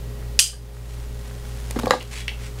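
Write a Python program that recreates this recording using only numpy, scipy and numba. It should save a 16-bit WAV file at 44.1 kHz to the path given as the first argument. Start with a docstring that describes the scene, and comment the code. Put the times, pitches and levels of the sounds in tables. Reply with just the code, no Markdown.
"""A motor and the mains hum in a quiet workshop and something ticks steadily; then a spring snaps home and buzzes on.
Clothes rustle, and metal parts are laid on and lifted off a wooden bench, slid and clicked together.
Hum is a sum of sines, struck parts are decaying modes, and friction and chatter are shaped noise.
A loose microphone contact crackles, and the recorder's gain control ducks after loud hits."""
import sys
import numpy as np
from scipy import signal
from scipy.fft import rfft, irfft, next_fast_len
from scipy.io import wavfile
from scipy.ndimage import uniform_filter1d, map_coordinates
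from numba import njit

SR = 44100
rng = np.random.default_rng(int(sys.argv[2]) if len(sys.argv) > 2 else 0)


def level_to_linear(level):
    """Convert decibel levels to linear amplitude factors, elementwise."""
    exponent = np.asarray(level, float) / 20
    return 10 ** exponent


def wav_record(signal):
    """Record a signal, one row per channel, as 16-bit PCM in the file named by sys.argv[1]."""
    frames = np.transpose(np.atleast_2d(signal))
    bounded = np.clip(frames, -1, 1)
    # unit amplitude maps onto the largest positive 16-bit level
    quanta = np.round(bounded * 32767).astype(np.int16)
    wavfile.write(sys.argv[1], SR, quanta)


N = 114660  # length in samples


def unit(x):
    """Normalisation by energy: scales the signal to rms 1."""
    return x / np.sqrt(np.mean(x ** 2) + 1e-20)


def coloured(x, points):
    """Linear filtering: multiplies the spectrum by a gain curve through (Hz, dB) points, without phase shift."""
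    point_hz, point_db = np.transpose(points)
    size = next_fast_len(len(x) + 8192)
    hz = np.fft.rfftfreq(size, 1 / SR)
    gain_db = np.interp(np.log(hz + 1), np.log(point_hz + 1), point_db)
    return irfft(rfft(x, size) * level_to_linear(gain_db), size)[:len(x)]


def wobble(count):
    """Slow random modulation: a smooth curve through count random knots a second."""
    knots = rng.standard_normal(int(N * count / SR) + 4)
    return map_coordinates(knots, [np.arange(N) * count / SR])


def level(rows):
    """Amplitude envelope: gain linear in dB between (s, dB) rows, -120 dB outside them."""
    s, db = np.transpose(rows)
    return level_to_linear(np.interp(np.arange(N) / SR, s, db, left=-120, right=-120))


def ring(modes, focus_hz, spread, rise_ms=0.17):
    """Modal synthesis: one blow excites damped modes near focus_hz, 6 dB less one spread (octaves) away."""
    roughness = .019  # phase wander in radians per sample at 100 Hz
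    t = np.arange(SR // 4) / SR
    hz, db, t60 = np.transpose(modes)[:, :, None]
    uneven_db = 2 * rng.standard_normal(hz.shape)
    db = db + uneven_db - 6 * (np.log2(hz / focus_hz) / spread) ** 2
    # wandering phases make the ring rough
    wander = roughness * np.sqrt(hz / 100) * np.cumsum(rng.standard_normal((len(hz), len(t))), axis=1)
    sign = (-1) ** np.arange(len(hz))[:, None]
    waves = sign * level_to_linear(db - 60 * t / t60) * np.sin(2 * np.pi * hz * t + wander)
    rise = 1 - np.exp(-1000 * t / rise_ms)
    return np.sum(waves, axis=0) * rise


def add(track, s, db, sound):
    """Superposition: adds the sound to the track at s seconds, its peak scaled to db."""
    part = track[round(s * SR):][:len(sound)]
    part += level_to_linear(db) * sound[:len(part)] / np.abs(sound).max()


def rubbing(colour):
    """Friction as a random train of tiny impulses: dense uneven grains, coloured, rms 1."""
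    grains_per_s, spread_db = 9000, 2.2
    fires = rng.random(N) < grains_per_s / SR
    grains = fires * rng.standard_normal(N) * level_to_linear(spread_db * wobble(300))
    return unit(coloured(grains, colour))


def room_tone():
    """Stationary broadband noise: the room's air noise is Gaussian noise with a falling spectrum."""
    # Spectrum of the air noise. Each row: frequency in Hz, relative level in dB per Hz.
    air_colour = [(12, -38), (20, 0), (32, -17.5), (90, -18), (165, -12), (230, -17.5), (316, -22),
                  (450, -21.5), (670, -27.5), (1880, -34), (3000, -35), (15600, -42)]
    return level_to_linear(-41.5) * unit(coloured(rng.standard_normal(N), air_colour))


def hum():
    """Beating: close pairs of motor and mains tones drift in and out of step, beside single steady tones."""
    # Beating pairs. Each row: frequency in Hz, level in dB, partner's frequency in Hz, partner's level in dB,
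    # time in seconds at which both are in step.
    beats = [(57.05, -28, 58.7, -41, 2.25), (119.88, -35, 114.3, -42.5, 1.52)]
    # Single tones. Each row: frequency in Hz, level in dB.
    tones = [(239.8, -53.5), (411.9, -45.5), (529.7, -52), (597, -58), (823, -60), (1918, -60)]
    waver_db = .6  # the levels above waver by this much (rms of the random knots)
    t = np.arange(N) / SR
    out = np.zeros(N)
    for hz, db, other_hz, other_db, s in beats:
        turn = 2 * np.pi * (t - s)
        pair = level_to_linear(db) * np.cos(hz * turn) + level_to_linear(other_db) * np.cos(other_hz * turn)
        out += level_to_linear(waver_db * wobble(4.61)) * pair
    for hz, db in tones:
        out += level_to_linear(db + waver_db * wobble(8.11)) * np.sin(2 * np.pi * (hz * t + rng.random()))
    return out


def ticking():
    """Periodic excitation of one resonance: a faint tick at equal intervals."""
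    first_s, every_s = .2262, .2712
    hz, t60_s, peak_db = 1590, 0.0038, -33.5
    out = np.zeros(N)
    for s in np.arange(first_s, N / SR, every_s):
        add(out, s, peak_db, ring([(hz, 0, t60_s)], hz, 1))
    return out


def rustle():
    """Amplitude-modulated friction noise: moving clothes swell and flutter."""
    # Swells of the rustle. Each row: time in seconds, level in dB.
    swells = [(0, -83), (.9, -47.5), (1.2, -51), (1.26, -44.5), (1.33, -49), (1.58, -45), (1.68, -45.5),
              (1.8, -41), (1.9, -45), (2.0, -41.5), (2.07, -46.5), (2.3, -49.5), (2.55, -49), (2.6, -44.5)]
    # Spectrum of the cloth. Each row: frequency in Hz, relative level in dB per Hz.
    cloth_colour = [(290, -56), (500, -12), (522, -3.5), (611, -13.5), (666, -8), (769, -8), (9110, -16),
                    (15500, -29)]
    flutter = level_to_linear(1.2 * wobble(count=25))
    return level(swells) * flutter * rubbing(cloth_colour)


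def slide():
    """Impact and friction: steel parts click in their damped modes and scrape along in strokes."""
    # Small metal clicks. Each row: time in seconds, peak level in dB, strongest near in Hz, spread in octaves.
    clicks = [(1.833, -27, 5000, 0.4), (1.8772, -27, 5950, 0.42), (1.8788, -25, 4320, 0.25),
              (1.9378, -19.5, 5900, 0.65), (2.0047, -25.5, 2700, 0.38), (2.0096, -21, 4300, 0.91),
              (2.0116, -32, 2700, .3), (2.021, -33, 2700, 0.26), (2.2154, -25, 2150, 0.77),
              (2.2801, -9, 2750, 1.34), (2.2915, -20, 2800, 0.77), (2.416, -39, 1850, 0.61),
              (2.595, -36, 3460, 0.65)]
    # Modes of the steel. Each row: frequency in Hz, relative level in dB, 60 dB decay time in seconds.
    steel_modes = [(1800, -6, .012), (2150, 0, .018), (2760, 1, .03), (3000, -2, .02), (3300, -3, .03),
                   (3750, -6, .015), (4300, -5, .012), (5300, -13, .008), (6500, -8, .006),
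                   (9300, -2, .008)]
    # Sliding strokes, one list each. Each row: time in seconds, level in dB.
    strokes = [
        [(2.1, -52), (2.126, -33.5), (2.21, -35.5), (2.256, -61), (2.26, -57)],
        [(2.39, -48), (2.42, -44), (2.466, -38.5), (2.5, -68)],
    ]
    # Spectrum of the strokes. Each row: frequency in Hz, relative level in dB per Hz.
    scrape_colour = [(410, -38), (800, -11), (1300, -7.5), (1800, -3), (2370, 2), (2900, -3.5), (3630, -5),
                     (5500, -7.5), (9500, -11), (15500, -29)]
    out = sum(level(rows) for rows in strokes) * rubbing(scrape_colour)
    for s, db, focus_hz, spread in clicks:
        add(out, s, db, ring(steel_modes, focus_hz, spread))
    return out


def bench():
    """Contact hardness: soft contacts ring the wood's low modes, hard ones all of them; parts also drag."""
    # Knocks, and one soft rustle at .53 s. Each row: time in seconds, peak level in dB, strongest near in Hz,
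    # spread in octaves, rise time constant in milliseconds.
    contacts = [(1.76, -24, 1010, 0.88, 1), (1.763, -13, 246, 0.77, 1.7), (1.834, -17.5, 570, .8, 0.66),
                (1.8384, -15, 238, 0.64, 2.1), (1.8692, -9, 484, 1.04, 0.39), (1.9077, 2, 1440, 2.38, .1),
                (1.9098, -4, 1330, 1.7, 0.34), (1.918, -15, 1700, 1.8, 0.74),
                (1.9353, -4.5, 860, 0.45, 1.1), (1.958, -17.5, 490, 1.4, 0.51),
                (2.317, -34.5, 754, 0.31, 0.49), (.53, -31, 1020, 0.98, 5.7), (2.1383, -33, 932, 0.6, .5)]
    # Modes of the bench top. Each row: frequency in Hz, relative level in dB, 60 dB decay time in seconds.
    wood_modes = [(229.5, -1, 0.075), (410, -4.5, 0.044), (497, 0, 0.055), (790, 0.5, 0.032),
                  (1190, 2.5, 0.027), (1175, -9, 0.016), (1641, -2, 0.057), (2025, -1.5, 0.03),
                  (2700, -7, 0.014), (3200, -7.5, .012), (3980, 0.5, 0.014), (5000, -5.5, 0.014),
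                  (6270, 0, 0.011), (7200, -0.5, 0.009), (10600, -2, 0.0068)]
    # Parts dragged on the wood. Each row: time in seconds, level in dB.
    drags = [(1.74, -51), (1.77, -37), (1.82, -43), (1.88, -48.5), (1.92, -25.5), (1.97, -36.5),
             (2.03, -45)]
    # Spectrum of the dragging. Each row: frequency in Hz, relative level in dB per Hz.
    drag_colour = [(150, -33), (280, 4), (900, -1), (2000, -11.5), (5000, -14), (10000, -23), (15500, -40)]
    out = level(drags) * rubbing(drag_colour)
    for s, db, focus_hz, spread, rise_ms in contacts:
        add(out, s, db, ring(wood_modes, focus_hz, spread, rise_ms))
    return out


def snap():
    """Impact and free decay: milliseconds of bright chatter, then the spring's coils buzz and ring on."""
    # Snaps. Each row: start in seconds, peak level in dB, chatter length in seconds.
    snaps = [(.3911, 4, .0012), (.3929, 4, .001), (.3945, 5, .002), (.4012, 1, .0012)]
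    # Spectrum of the chatter. Each row: frequency in Hz, relative level in dB per Hz.
    chatter_colour = [(180, -74), (300, -58), (900, -44), (1700, -18.5), (2940, -2), (4000, -13),
                      (4910, -1), (7000, -10), (8500, -7.5), (9840, -2.5), (11800, -24), (15600, -23)]
    # Spectrum of the coils rattling on. Each row: frequency in Hz, relative level in dB per Hz.
    buzz_colour = [(350, -69), (600, -43), (726, -46), (799, -31), (891, -25), (2020, -17), (3170, 2.5),
                   (3530, -8), (4770, -1), (5180, -2), (8460, 0), (15600, -22)]
    # Modes of the spring. Each row: frequency in Hz, relative level in dB, 60 dB decay time in seconds.
    spring_modes = [(2810, -16, 0.12), (3053, -1, 0.26), (3270, -14, 0.19), (4880, -2, 0.29),
                    (6330, -2, 0.26), (8720, -1, 0.3), (9600, -2.5, 0.29), (11700, -3, 0.15)]
    buzz_db, buzz_t60_s, ring_db = 0.5, 0.22, -8  # levels are relative to the third snap
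    out = np.zeros(N)
    t = np.arange(SR // 3) / SR
    for s, db, length in snaps:
        attack = np.minimum(t / 0.00016, 1)
        decay = np.where(t < length, 1, level_to_linear(-60 * (t - length) / 0.017))
        add(out, s, db, attack * decay * coloured(rng.standard_normal(len(t)), chatter_colour))
    s, db, length = snaps[2]  # the buzz and the ring start as this chatter ends
    buzz = level_to_linear(-60 * t / buzz_t60_s) * coloured(rng.standard_normal(len(t)), buzz_colour)
    add(out, s + length, db + buzz_db, buzz)
    add(out, s + length, db + ring_db, ring(spring_modes, 6000, 4, rise_ms=2.4))
    return out


def room(x):
    """Reverberation: convolution with a noise tail in which each frequency dies at its own speed."""
    # Decay of the room. Each row: frequency in Hz, 60 dB decay time in seconds.
    decays = [(200, 0.23), (1000, 0.15), (3000, 0.25), (8000, 0.21), (14000, 0.053)]
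    delay_s = .004
    hz, t, z = signal.stft(rng.standard_normal(SR // 2), SR, nperseg=256)
    decay_hz, decay_s = np.transpose(decays)
    t60 = np.interp(hz, decay_hz, decay_s)[:, None]
    tail = signal.istft(z * level_to_linear(-60 * t / t60), SR, nperseg=256)[1]
    delayed = np.pad(x, (round(delay_s * SR), 0))
    return signal.fftconvolve(delayed, tail / np.linalg.norm(tail))[:N]


def scene():
    """Superposition of direct sound, reverberation and background; returns one channel."""
    metal, wood, spring = slide() + ticking(), bench(), snap()
    echo = level_to_linear(-6.5) * room(metal) + level_to_linear(-6.5) * room(wood) + level_to_linear(-15.5) * room(spring)
    background = room_tone() + hum() + rustle()
    return (metal + wood + spring + echo + background)[None]


def crackle():
    """Intermittent contact: the signal steps down for an instant, several times a burst."""
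    # Bursts. Each row: start in seconds, length in milliseconds, mean gap between dropouts in milliseconds,
    # nominal dropout width in milliseconds, depth of the step in dB.
    bursts = [(1.7093, .55, .11, .045, -18), (1.7105, 1.7, .45, .045, -18), (1.7898, 2.2, .75, .35, -18),
              (1.7941, .9, .3, .05, -20), (1.7973, 2.9, 1.1, .4, -18), (1.8577, 3.2, .95, .22, -19),
              (2.027, 2, .5, .05, -28)]
    out = np.zeros(N)
    chance = rng.uniform(-1.2, 1, (len(bursts), 8, 2))
    for (s, length, gap, width, db), draws in zip(bursts, chance):
        count = int(length / gap) + 1
        for k, (shift, size) in enumerate(draws[:count]):
            start = round((s + gap * (k + 0.17 * shift) / 1000) * SR)
            samples = max(1, round(width * (1 + .4 * size) * SR / 1000))
            out[start:start + samples] -= level_to_linear(db)
    return out


@njit
def released(need, keep):
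    """Peak holding with leakage: follows rises at once and falls off exponentially."""
    out = np.empty_like(need)
    held = 0.
    for i in range(len(need)):
        held = max(need[i], held * keep)
        out[i] = held
    return out


def gain_control(x):
    """Dynamic compression: two stages cut loud sound and let go slowly, one fast and one slow."""
    # Stages. Each row: knee in dB, cut in dB per dB over the knee, release time constant in seconds.
    stages = [(-22, 0.21, 0.18), (-13.5, 0.7146, 0.54)]
    sense_s = .006  # time constant of the power average
    share = 1 / (sense_s * SR)
    power = signal.lfilter([share], [1, share - 1], x ** 2)
    loud_db = 10 * np.log10(power + 1e-12)
    cut_db = np.zeros(len(x))
    for knee_db, slope, release_s in stages:
        need_db = slope * np.maximum(loud_db - knee_db, 0)
        cut_db += released(need_db, np.exp(-1 / (release_s * SR)))
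    # the cut is averaged over the latest 200 samples, so it sets in gradually
    return x * level_to_linear(-uniform_filter1d(cut_db, size=200, origin=99))


def roll_off(x):
    """The treble ends steeply here."""
    return signal.sosfilt(signal.butter(12, 15780, fs=SR, output="sos"), x)


def record(dry):
    """Recording chain: gain control, a crackling contact, clipping at full scale and a band limit."""
    top_hz = 15790
    x = np.clip(gain_control(dry[0]) + crackle(), -1, 1)
    x = coloured(x, [(20, 0), (top_hz, 0), (top_hz + 60, -80)])
    mix = np.clip(x, -1, 1)[None]
    return roll_off(mix)


dry = scene()
out = record(dry)
wav_record(out)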